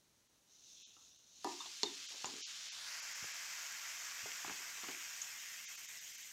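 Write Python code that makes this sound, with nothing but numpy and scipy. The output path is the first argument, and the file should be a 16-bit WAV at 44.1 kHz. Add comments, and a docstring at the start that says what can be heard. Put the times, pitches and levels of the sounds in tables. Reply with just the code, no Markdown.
"""Fizzing glass on a wooden table

Powder spooned into coloured liquid fizzes: first ringing the air in the glass, then as rising froth,
then as a dome of foam that swells over the rim and slowly calms. All three are clustered noise bursts
with moving colours. Knocks, clinks and taps are decaying modes with noisy cracks or scuffs; rubs and
squeaks are bands of friction noise. A small room, one close microphone; at moments the level dips briefly.
"""
import sys
import numpy as np
from scipy import signal
from scipy.fft import rfft, irfft, next_fast_len
from scipy.io import wavfile
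from scipy.ndimage import uniform_filter1d, map_coordinates

SR = 44100
rng = np.random.default_rng(int(sys.argv[2]) if len(sys.argv) > 2 else 0)


def wav_record(signal):
    """Record a signal, one row per channel, as 16-bit PCM in the file named by sys.argv[1]."""
    frames = np.transpose(np.atleast_2d(signal))
    bounded = np.clip(frames, -1, 1)
    # unit amplitude maps onto the largest positive 16-bit level
    quanta = np.round(bounded * 32767).astype(np.int16)
    wavfile.write(sys.argv[1], SR, quanta)


N = 278712

# colour of the room's faint rush: freq_hz, relative level_db
ROOM_TONE_COLOUR = [(15, -35), (28, -13), (60, -7.5), (210, -6), (400, -10), (800, -13.5), (2000, -16),
                    (8000, -17.5), (15800, -25)]
# decay of the room by band: freq_hz, t60_s
ROOM_DECAY = [(150, 0.49), (400, 0.28), (1000, 0.29), (4000, 0.21), (12000, 0.29)]
# table, sill and window send the fizz back: delay_s, level_db
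REFLECTIONS = [(.0019, -21), (.0043, -18), (.0071, -18), (.0118, -18), (.0174, -19)]
# brief dips in level, bass and treble most: centre_s, length_s, drop_db, bass_top_hz, middle_drop_db
LEVEL_DIPS = [(.283, .016, 9, 2500, 1), (.848, .034, 22, 2500, -1.5), (1.179, .016, 9, 2500, 0.5),
              (2.076, 0.02, 15, 2630, -0.5), (2.441, 0.046, 29, 2120, -1.5), (2.706, 0.03, 20, 1400, 1),
              (3.013, 0.018, 14, 1000, 0.5), (3.141, 0.015, 12, 1000, 1.5), (3.331, 0.013, 13, 1000, 0),
              (5.669, 0.031, 16, 1700, 0), (5.768, 0.017, 12, 2700, 1.5), (5.873, 0.021, 12, 2000, 2),
              (6.0, 0.019, 12, 1500, 0), (6.129, .012, 8, 1500, 0.5), (6.17, .014, 13, 1900, 0.5),
              (6.234, .014, 7, 1500, -0.5)]

# light taps while the spoon is emptied: start_s, level_db
SPOON_TAPS = [(.966, -64), (1.014, -72), (1.066, -79)]
# modes a tap rings with: freq_hz, relative level_db, t60_s
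TAP_MODES = [(310, -8, .1), (520, -10, .08), (735, -7, .05), (1140, -4, .05), (1324, 0, .06),
             (2850, 2, 0.033)]
# glass dragged or nudged on the table: start_s, length_s, centre_hz, width_hz, level_db
TABLE_RUBS = [(1.602, 0.08, 1080, 432, -55), (1.653, 0.045, 947, 400, -66), (2.1, 0.17, 703, 912, -67),
              (2.275, 0.16, 339.7, 260.5, -60), (3.223, 0.048, 140, 170, -60),
              (4.228, 0.057, 166, 159, -66.5), (4.46, 0.15, 619, 1254, -62.5), (4.87, 0.13, 760, 1104, -64),
              (4.44, 0.11, 144, 80, -70), (4.86, .1, 145, 80, -70)]
# squeaks of wet glass: start_s, length_s, level_db, initial_sharpness_hz
WET_SQUEAKS = [(1.601, 0.038, -51, 80), (1.852, 0.053, -46.5, 200)]
# blows on the table: start_s, relative knock_db, thud_db against the knock, ring length (share of free t60),
# loss_db per rebound, contact click_peak_db, brightest_hz, click width (natural log of frequency)
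TABLE_BLOWS = [(1.4451, -28.5, 0.5, 0.83, 6, -33, 5470, 0.77), (1.658, -52, -3, .77, 9, -51, 3400, .6),
               (1.8326, -34.5, 6.5, 0.93, 24, -16, 4160, 0.52),
               (2.2447, -35.5, -9, .65, 15, -32.5, 2800, 0.83), (3.243, -57, 4, .28, 12, -48, 650, 0.94),
               (4.259, -47.5, 3, 0.42, 9, -46, 595, .9), (4.448, -42.5, -1.5, .35, 14, -38, 850, 0.47),
               (4.4792, -45, 12, .22, 18, -38, 2200, .8), (4.497, -39, 6, .19, 22, -34.5, 1160, 0.74),
               (4.506, -55, 0, .2, 20, -48, 1000, .4), (4.511, -51, 6.5, 0.26, 7, -45, 1000, .8),
               (4.603, -55.5, 3.5, .5, 12, -52, 1500, .8), (4.783, -54, -6, .46, 12, -49, 1150, .3),
               (4.834, -43.5, 2, .36, 19, -39, 1700, 0.95), (4.843, -45, 1, 0.36, 18, -37, 1500, .7),
               (4.886, -40, 10, .22, 21, -33.5, 1900, 0.85), (4.892, -44, 2, .25, 17, -40, 1700, .8)]
# modes of the free table top: freq_hz, relative level_db, t60_s
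TABLE_MODES = [(135, -29, 0.13), (228, -18.5, 0.18), (282.7, -5.5, 0.15), (321, -6.5, 0.09),
               (354, -3, 0.13), (390, -4.5, 0.075), (404.5, -1, 0.12), (510, -11.5, 0.066),
               (650, -5.5, 0.044), (732, -6, 0.081), (802, -2.5, 0.072), (882, -3.5, 0.078),
               (938, 5, 0.025), (1002, -3, 0.078), (1074, -5.5, 0.039), (1203, -5, 0.052),
               (1760, -15, 0.079), (1970, -16, 0.065)]
# slips of a pushed glass juddering over the table: start_s, relative level_db
JUDDER_SLIPS = [(2.262, -64), (2.289, -65), (2.307, -67), (2.337, -65), (2.362, -69), (2.382, -69.5),
                (2.403, -70.5), (2.419, -68)]
# light clinks and big bursting bubbles that leave the table still: start_s, peak_db, brightest_hz
LIGHT_CLINKS = [(1.661, -37.5, 3500), (2.257, -32, 6500), (4.318, -37.5, 2370), (4.948, -41, 2000),
                (5.217, -31, 6600), (5.221, -42, 6640)]
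# modes of spoon on glass: freq_hz, relative level_db, t60_s
SPOON_MODES = [(2070, -29, 0.024), (2820, -6, 0.027), (3550, -6, 0.043), (3940, -8, 0.037),
               (4370, -2.5, 0.037), (4630, 10, 0.0038), (6000, -11, 0.023), (6670, 2.5, 0.04),
               (7140, -9, 0.097)]
# colour of every clink: freq_hz, relative level_db
CLINK_TONE = [(60, -30), (400, 1.5), (7200, -7), (8200, -16), (9500, -10), (10700, -7), (12000, -13),
              (15000, -20)]

# resonances of the air above the liquid, before tuning: centre_hz, width_hz, relative level_db
AIR_MODES = [(2790, 200, -2), (3650, 450, 0.5), (4090, 660, 1), (5430, 510, -4.5), (6130, 470, 2),
             (6720, 480, 0)]
# the lower air resonances sag and recover as the liquid heaves: time_s, pitch_ratio
LOWER_AIR_TUNING = [(.55, 1.06), (.75, .99), (.88, 0.91), (1.02, .99), (1.35, 1.06)]
# each lump of powder makes the fizz surge: peak_s, rise_s, upper resonances level_db, lower level_db
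POWDER_SURGES = [(.56, 0.083, -68.5, -75), (.72, 0.12, -62, -67.5), (.83, 0.08, -66, -65),
                 (.99, 0.063, -66, -84), (1.07, 0.059, -67.5, -71), (1.43, 0.21, -65.5, -69)]
# fizz between surges: upper resonances level_db, lower resonances level_db
SIMMER_LEVELS = [-80.5, -85.5]
# colour of the froth: freq_hz, relative level_db
FROTH_TONE = [(250, -43), (600, -6), (900, -10), (1250, -1.5), (2000, -3.5), (2700, -0.5), (3600, -0.5),
              (4300, -1), (5000, -1.5), (5700, -1), (7000, -3.5), (8000, -13), (10000, -21.5),
              (12000, -23.5), (15800, -32)]
# colour of the foam dome: freq_hz, relative level_db
DOME_TONE = [(200, -7), (600, 4), (1100, -1), (2000, 0.5), (2600, -1), (3300, -0.5), (5500, -3), (7000, -3),
             (7700, -7.5), (9000, -13.5), (10000, -17.5), (11000, -20), (13000, -35)]
# colour of the finest bubbles: freq_hz, relative level_db
FINE_TONE = [(7000, -14), (9500, -2), (11000, -2), (12500, 1), (13700, -1), (14700, -2), (16000, -12)]

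TOP_HZ = 15800
DIP_TREBLE_HZ = 8000  # where the treble of a dip begins
# scuff under a tap: share of the tap level, then length, centre and width
TAP_SCUFF, TAP_SCUFF_S, TAP_SCUFF_HZ, TAP_SCUFF_WIDTH_HZ = 0.37, 0.05, 1147, 697
CATCHES_PER_S, CATCH_DB = 228, 4  # the glass catches on the wood grain: how often, how unevenly
SQUEAK_HZ, SQUEAK_WIDTH_HZ, SQUEAK_SAG_S = 3560, 92, 0.018  # settled pitch, width, how soon it settles

GAP_HZ, GAP_WIDTH_HZ = 590, 42  # the table hardly sounds between its low and high modes
THUD_RISE_S, KNOCK_ROOM_DB = 0.0032, -5  # swell of the low modes; the room's answer to a blow
SLIP_THUD_DB, SLIP_LENGTH = 14, 0.49  # a slip stirs mostly low modes, and the hand damps them
# a struck glass rocks: first gap, each gap over the last, unevenness (natural log)
REBOUND_S, REBOUND_SHRINK, REBOUND_SCATTER = 0.025, 0.82, 0.0617
CRACK, CRACK_T60_S, SNAP = 4.1, 0.012, 11.5  # before filtering: noisy crack, its decay, first sharp snap
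CLINK_SPREAD, LEAD_S = 0.26, 0.004  # light clink width (natural log of frequency); silence before a snap

SURGE_FALL_DB_PER_S = 47
AIR_SPLIT_HZ = 4800  # between the lower and upper resonances
SIMMER_CLUSTER_DB, FOAM_CLUSTER_DB = 1.2, 0.8
# the froth comes up fast, keeps growing, and gives way to the dome
FROTH_FULL_S, FROTH_END_S, FROTH_DB = 1.466, 2.724, -51.5
FROTH_RISE_DB_PER_S, FROTH_GROWTH_DB_PER_S, FROTH_FALL_DB_PER_S = 240, 1.9, 47
# the low edge of its hiss sinks as the bubbles grow, and drops further once the foam bulges
FROTH_EDGE_START_HZ, FROTH_EDGE_END_HZ, FROTH_COARSEN_S, EDGE_HALVE_S = 4500, 1970, 0.69, 0.3
# the dome bulges over the rim, holds, then calms ever faster in ever more distinct clusters
DOME_FULL_S, DOME_DB, DOME_RISE_DB_PER_S = 2.888, -47.5, 55
CALM_FROM_S, CALM_DB_PER_S2, CALM_CLUMPING_DB_PER_S = 4.084, 1.38, 0.6
DOME_EDGE_HZ, EDGE_HZ_PER_DB = 1417, 135  # the low edge of its hiss rises as it calms
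# the finest bubbles come up later, multiply, and calm less
FINE_DB, FINE_FULL_S, FINE_RISE_DB_PER_S = -63, 3.2, 9
FINE_GROWTH_DB_PER_S, FINE_CALM_SHARE = 1.45, 0.67
# the hollow in the hiss leaps up with the bulge, then creeps on and deepens
BULGE_AT_S, BULGE_S = 2.62, 0.23
HOLLOW_START_HZ, HOLLOW_LEAP_HZ, HOLLOW_CREEP_HZ_PER_S = 1410, 2340, 136
HOLLOW_DB, HOLLOW_DEEPEN_DB_PER_S = 7.5, 0.05
HOLLOW_OPEN_S, UPPER_HOLLOW_OPEN_S = 0.08, 0.26
UPPER_HOLLOW_RATIO = 2.433  # against the hollow frequency
RIDGE_RATIO, RIDGE_SHARE = 1.49, 0.22  # bright band between the hollows: frequency, height


def amp(db):
    """Decibels to gain."""
    return 10 ** (np.asarray(db) / 20)


def unit(x):
    """Scale to rms 1."""
    return x / np.sqrt(np.mean(x ** 2) + 1e-20)


def since(t, s):
    """Seconds passed since s, zero before."""
    return np.maximum(t - s, 0)


def along(points, hz):
    """Read (frequency, value) points on a log-frequency axis."""
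    f, v = np.transpose(points)
    return np.interp(np.log(hz + 1), np.log(f + 1), v)


def above(hz, edge_hz, steepness):
    """High-pass gain."""
    return 1 / np.sqrt(1 + (edge_hz / (hz + 1)) ** steepness)


def filtered(x, response):
    """Shape x by a response of frequency, padded so its tail does not wrap round."""
    m = next_fast_len(x.shape[-1] + 8192)
    spectrum = rfft(x, m) * response(np.fft.rfftfreq(m, 1 / SR))
    return irfft(spectrum, m)[..., :x.shape[-1]]


def add(track, s, sound):
    """Mix a sound into the track at s seconds."""
    part = track[round(s * SR):][:len(sound)]
    part += sound[:len(part)]


def room_tone():
    """The faint steady rush of the room, as coloured noise."""
    rush = filtered(rng.standard_normal(N), lambda hz: amp(along(ROOM_TONE_COLOUR, hz)))
    return amp(-75.5) * unit(rush)


def room(x):
    """The room's answer: a noise tail with its own decay in each band."""
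    hz, t, z = signal.stft(rng.standard_normal(SR // 2), SR, nperseg=256)
    decay = amp(-60 * t / along(ROOM_DECAY, hz)[:, None])
    onset = 1 - np.exp(-t / 0.0019)
    tail = signal.istft(z * decay * onset, SR, nperseg=256)[1]
    low_band = rfft(tail)[:len(tail) // 20]
    tail = tail / np.sqrt(np.mean(abs(low_band) ** 2))  # unit gain in the low band
    return signal.fftconvolve(x, tail)[:len(x)]


def friction(length, hz, width_hz):
    """A band of friction around hz that swells quickly and fades: two random grips on a carrier."""
    u = np.linspace(0, 1, round(length * SR))
    grip = [map_coordinates(rng.standard_normal(size=512), [u * length * width_hz], mode="mirror")
            for _ in range(2)]
    phase = 2 * np.pi * np.cumsum(hz * np.ones_like(u)) / SR
    band = grip[0] * np.cos(phase) + grip[1] * np.sin(phase)
    return np.sin(np.pi * u ** 0.45) * unit(band)


def rubs():
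    """Glass dragged a little way: dull and broad on wood, a narrow sagging squeak where it is wet."""
    out = np.zeros(N)
    for s, length, hz, width_hz, db in TABLE_RUBS:
        slide = friction(length, hz, width_hz)
        grain = np.arange(len(slide)) * CATCHES_PER_S / SR
        catches = map_coordinates(rng.standard_normal(size=512), [grain], mode="mirror")
        add(out, s, amp(db) * slide * unit(amp(CATCH_DB * catches)))
    for s, length, db, sharp_hz in WET_SQUEAKS:
        t = np.arange(round(length * SR)) / SR
        pitch_hz = SQUEAK_HZ + sharp_hz * np.exp(-t / SQUEAK_SAG_S)
        add(out, s, amp(db) * friction(length, pitch_hz, SQUEAK_WIDTH_HZ))
    return out


def taps():
    """Soft taps: a short hollow ring of decaying modes and a friction scuff."""
    out, t = np.zeros(N), np.arange(SR // 4) / SR
    for s, db in SPOON_TAPS:
        ring = sum(rng.choice([-1, 1]) * amp(level - 60 * t / t60) * np.sin(2 * np.pi * hz * t)
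                   for hz, level, t60 in TAP_MODES)
        add(out, s, amp(db) * ring)
        scuff = friction(TAP_SCUFF_S, TAP_SCUFF_HZ, TAP_SCUFF_WIDTH_HZ)
        add(out, s, amp(db) * TAP_SCUFF * scuff)
    return out


def rocking(db, loss_db, count):
    """A blow and its generally quicker, ever weaker rebounds, as (seconds after the blow, level in dB)."""
    k = np.arange(count)
    gaps = REBOUND_S * REBOUND_SHRINK ** k * np.exp(REBOUND_SCATTER * rng.standard_normal(count))
    return zip(np.cumsum(gaps) - gaps, db - loss_db * k)


def table_ring(thud_db, length):
    """One contact rings the table top: high modes answer at once, low ones take a moment to swell."""
    t, ring = np.arange(SR // 4) / SR, 0
    thud = amp(thud_db) * (1 - np.exp(-t / THUD_RISE_S))
    for hz, db, t60 in TABLE_MODES:
        decay = amp(db + rng.normal(0, 0.75) - 60 * t / (t60 * length))
        mode = decay * np.sin(2 * np.pi * hz * t)
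        ring = ring + rng.choice([-1, 1]) * mode * (thud if hz < GAP_HZ else 1)
    return ring


def knocks():
    """Glasses are set down, rock and judder; each blow sets how strongly the table's low modes sound."""
    out = np.zeros(N)
    for start, knock_db, thud_db, length, loss_db, *_ in TABLE_BLOWS:
        blow = np.zeros(SR)
        for s, db in rocking(knock_db, loss_db, count=6):
            add(blow, s, amp(db - 7.5) * table_ring(thud_db, length))
        add(out, start, blow + amp(KNOCK_ROOM_DB) * room(blow))
    for s, db in JUDDER_SLIPS:
        add(out, s, amp(db) * table_ring(SLIP_THUD_DB, SLIP_LENGTH))
    out = signal.lfilter(*signal.iirnotch(GAP_HZ, GAP_HZ / GAP_WIDTH_HZ, fs=SR), out)
    # a small table radiates little bass
    return signal.sosfilt(signal.butter(N=2, Wn=105, btype="high", fs=SR, output="sos"), out)


def clinks():
    """A sharp snap, a noisy crack and a short ring of modes, damped by the liquid."""
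    out, t = np.zeros(N), np.arange(SR // 4) / SR
    contacts = [(s, click_db, bright_hz, spread) for s, *_, click_db, bright_hz, spread in TABLE_BLOWS]
    contacts += [(*row, CLINK_SPREAD) for row in LIGHT_CLINKS]
    for s, db, bright_hz, spread in contacts:
        def focus(hz):
            """Bright band of this contact."""
            return np.exp(-(np.log((hz + 1) / bright_hz) / spread) ** 2)

        def colour(hz):
            """Clink tone without the bass."""
            return amp(along(CLINK_TONE, hz)) * above(hz, bright_hz / 4, steepness=3)

        strengths_db = rng.normal(0, 2, len(SPOON_MODES))
        ring = 0
        for (hz, level, t60), extra_db in zip(SPOON_MODES, strengths_db):
            decay = amp(level + extra_db - 60 * t / t60)
            ring = ring + rng.choice([-1, 1]) * focus(hz) * decay * np.sin(2 * np.pi * hz * t)
        crack = CRACK * rng.standard_normal(len(t)) * amp(-60 * t / CRACK_T60_S)
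        crack[0] += SNAP
        # silence first, so the snap is not cut
        ring, crack = np.pad([ring, crack], [(0, 0), (round(LEAD_S * SR), 0)])
        hit = filtered(ring + filtered(crack, focus), colour)
        add(out, s - LEAD_S, amp(db) * hit / abs(hit).max())
    return out + amp(-13) * room(out)


def bubbles(per_second, spread_db, cluster_db, clumping_db_per_s=0):
    """Tiny bursts of uneven size in clusters, as (frequencies, times, short-time spectrum)."""
    counts = rng.poisson(per_second / SR, N)
    bursts = np.sqrt(counts) * rng.standard_normal(N) * amp(spread_db * rng.standard_normal(N))
    hz, t, z = signal.stft(unit(bursts), SR, nperseg=512, noverlap=384)
    # random levels smoothed over frequency, then over time
    clusters = uniform_filter1d(rng.standard_normal(z.shape), size=5, axis=0)
    clusters = uniform_filter1d(clusters, size=12, axis=1)
    depth_db = cluster_db + clumping_db_per_s * since(t, CALM_FROM_S)
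    return hz[:, None], t, z * amp(depth_db * unit(clusters))


def voiced(z, colour, db):
    """The bursts heard through a changing colour, levelled by db at each moment."""
    gain = colour / np.sqrt(np.mean(colour ** 2, axis=0)) * amp(db)
    return signal.istft(z * gain, SR, nperseg=512, noverlap=384)[1][:N]


def surging(t):
    """Levels in dB of upper and lower resonances: surges swell and die away over a faint simmer."""
    power = amp(np.reshape(SIMMER_LEVELS, (-1, 1))) ** 2
    for s, rise_s, upper_db, lower_db in POWDER_SURGES:
        swell = amp(-SURGE_FALL_DB_PER_S * since(t, s)) * np.exp(-(since(s, t) / rise_s) ** 2)
        power = power + (amp([[upper_db], [lower_db]]) * swell) ** 2
    return 10 * np.log10(power)


def air_ring(modes, pitch, hz):
    """Resonances of the air in the glass, their powers summed."""
    return np.sqrt(sum(amp(level) ** 2 / (1 + ((hz - centre * pitch) / (width / 2)) ** 2)
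                       for centre, width, level in modes))


def simmer():
    """The first bubbles ring the air left in the glass, until froth fills it."""
    hz, t, z = bubbles(per_second=11000, spread_db=-0.5, cluster_db=SIMMER_CLUSTER_DB)
    times, ratios = np.transpose(LOWER_AIR_TUNING)
    tuning = np.interp(t, times, ratios)
    lower_modes = [mode for mode in AIR_MODES if mode[0] < AIR_SPLIT_HZ]
    upper_modes = [mode for mode in AIR_MODES if mode[0] >= AIR_SPLIT_HZ]
    lower = air_ring(lower_modes, tuning, hz) * above(hz, 2570, steepness=8.1)
    treble_tilt = amp(along([(7000, 2.0), (8000, -3.0), (15000, 1)], hz))
    upper = air_ring(upper_modes, 0.98, hz) * treble_tilt
    upper_share = above(hz, AIR_SPLIT_HZ, steepness=23)
    smother_db = FROTH_RISE_DB_PER_S * since(t, FROTH_FULL_S)
    upper_db, lower_db = surging(t) - smother_db
    return voiced(z, upper * upper_share, upper_db) + voiced(z, lower * (1 - upper_share), lower_db)


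def hollows(hz, t):
    """Reflections inside the bulging foam cancel in two bands and add between; all slide up as it swells."""
    age = since(t, BULGE_AT_S)
    leap = 1 - np.exp(-(age / BULGE_S) ** 2)
    hollow_hz = HOLLOW_START_HZ + HOLLOW_LEAP_HZ * leap + HOLLOW_CREEP_HZ_PER_S * age
    depth_db = HOLLOW_DB * (1 - np.exp(-age / HOLLOW_OPEN_S)) + HOLLOW_DEEPEN_DB_PER_S * age
    upper_share = 1 - np.exp(-(age / UPPER_HOLLOW_OPEN_S) ** 3)

    def band(ratio, width):
        """A bell around a multiple of the hollow frequency."""
        return np.exp(-((hz / hollow_hz - ratio) / width) ** 2)

    ridge = RIDGE_SHARE * band(RIDGE_RATIO, width=0.44)
    lower_hollow = band(0.98, width=0.26)
    upper_hollow = upper_share * band(UPPER_HOLLOW_RATIO, width=0.27)
    return amp(depth_db * (ridge - lower_hollow - upper_hollow))


def froth():
    """The froth climbs; its bubbles grow, so the hiss reaches ever lower."""
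    hz, t, z = bubbles(per_second=20000, spread_db=0.0, cluster_db=FOAM_CLUSTER_DB)
    age = since(t, FROTH_FULL_S)
    db = FROTH_DB - FROTH_RISE_DB_PER_S * since(FROTH_FULL_S, t)
    db = db + FROTH_GROWTH_DB_PER_S * age - FROTH_FALL_DB_PER_S * since(t, FROTH_END_S)
    sink = np.exp(-age / FROTH_COARSEN_S)
    edge_hz = FROTH_EDGE_END_HZ + (FROTH_EDGE_START_HZ - FROTH_EDGE_END_HZ) * sink
    edge_hz = edge_hz / (1 + (since(t, BULGE_AT_S) / EDGE_HALVE_S) ** 2)
    colour = amp(along(FROTH_TONE, hz)) * above(hz, edge_hz, steepness=2.4) * hollows(hz, t)
    return voiced(z, colour, db)


def dome():
    """The dome of foam hisses freely above the rim; calming, it loses its low sounds first, its finest last."""
    hz, t, z = bubbles(per_second=30000, spread_db=0.5, cluster_db=FOAM_CLUSTER_DB,
                       clumping_db_per_s=CALM_CLUMPING_DB_PER_S)
    emerge_db = -DOME_RISE_DB_PER_S * since(DOME_FULL_S, t)
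    calm_db = CALM_DB_PER_S2 * since(t, CALM_FROM_S) ** 2
    cancel = hollows(hz, t)
    edge_hz = DOME_EDGE_HZ + EDGE_HZ_PER_DB * calm_db
    colour = amp(along(DOME_TONE, hz)) * above(hz, edge_hz, steepness=5.38) * cancel
    body = voiced(z, colour, DOME_DB + emerge_db - calm_db)

    hz, t, z = bubbles(per_second=24000, spread_db=1.5, cluster_db=FOAM_CLUSTER_DB)
    fine_db = FINE_DB + emerge_db - FINE_RISE_DB_PER_S * since(FINE_FULL_S, t)
    fine_db = fine_db + FINE_GROWTH_DB_PER_S * since(t, FINE_FULL_S) - FINE_CALM_SHARE * calm_db
    return body + voiced(z, amp(along(FINE_TONE, hz)) * cancel, fine_db)


def with_echoes(x):
    """Nearby surfaces comb the hiss with fine ripples."""
    return filtered(x, lambda hz: 1 + sum(amp(db) * np.exp(-2j * np.pi * hz * delay)
                                          for delay, db in REFLECTIONS))


def thinned(x):
    """Now and then the level dips briefly, leaving mostly the middle of the spectrum."""
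    hz, t, z = signal.stft(x, SR, nperseg=256, noverlap=192)
    for s, length, drop_db, bass_hz, middle_db in LEVEL_DIPS:
        middle = above(hz, bass_hz, steepness=24) * (1 - above(hz, DIP_TREBLE_HZ, steepness=40))
        middle = middle[:, None]
        moment = np.exp(-((t - s) / (length / 2)) ** 4)
        z = z * amp(-moment * (drop_db * (1 - middle) + middle_db * middle))
    return signal.istft(z, SR, nperseg=256, noverlap=192)[1][:N]


def scene():
    """One microphone feeds both channels."""
    fizz = with_echoes(simmer() + froth() + dome())
    rubbing = filtered(rubs(), lambda hz: above(hz, edge_hz=65, steepness=3.8))
    mono = thinned(fizz + knocks() + clinks() + taps() + rubbing + room_tone())
    return np.array([mono, mono])


def record(dry):
    """The recorder keeps nothing above its band limit."""
    return filtered(dry, lambda hz: hz < TOP_HZ)


dry = scene()
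out = record(dry)
wav_record(out)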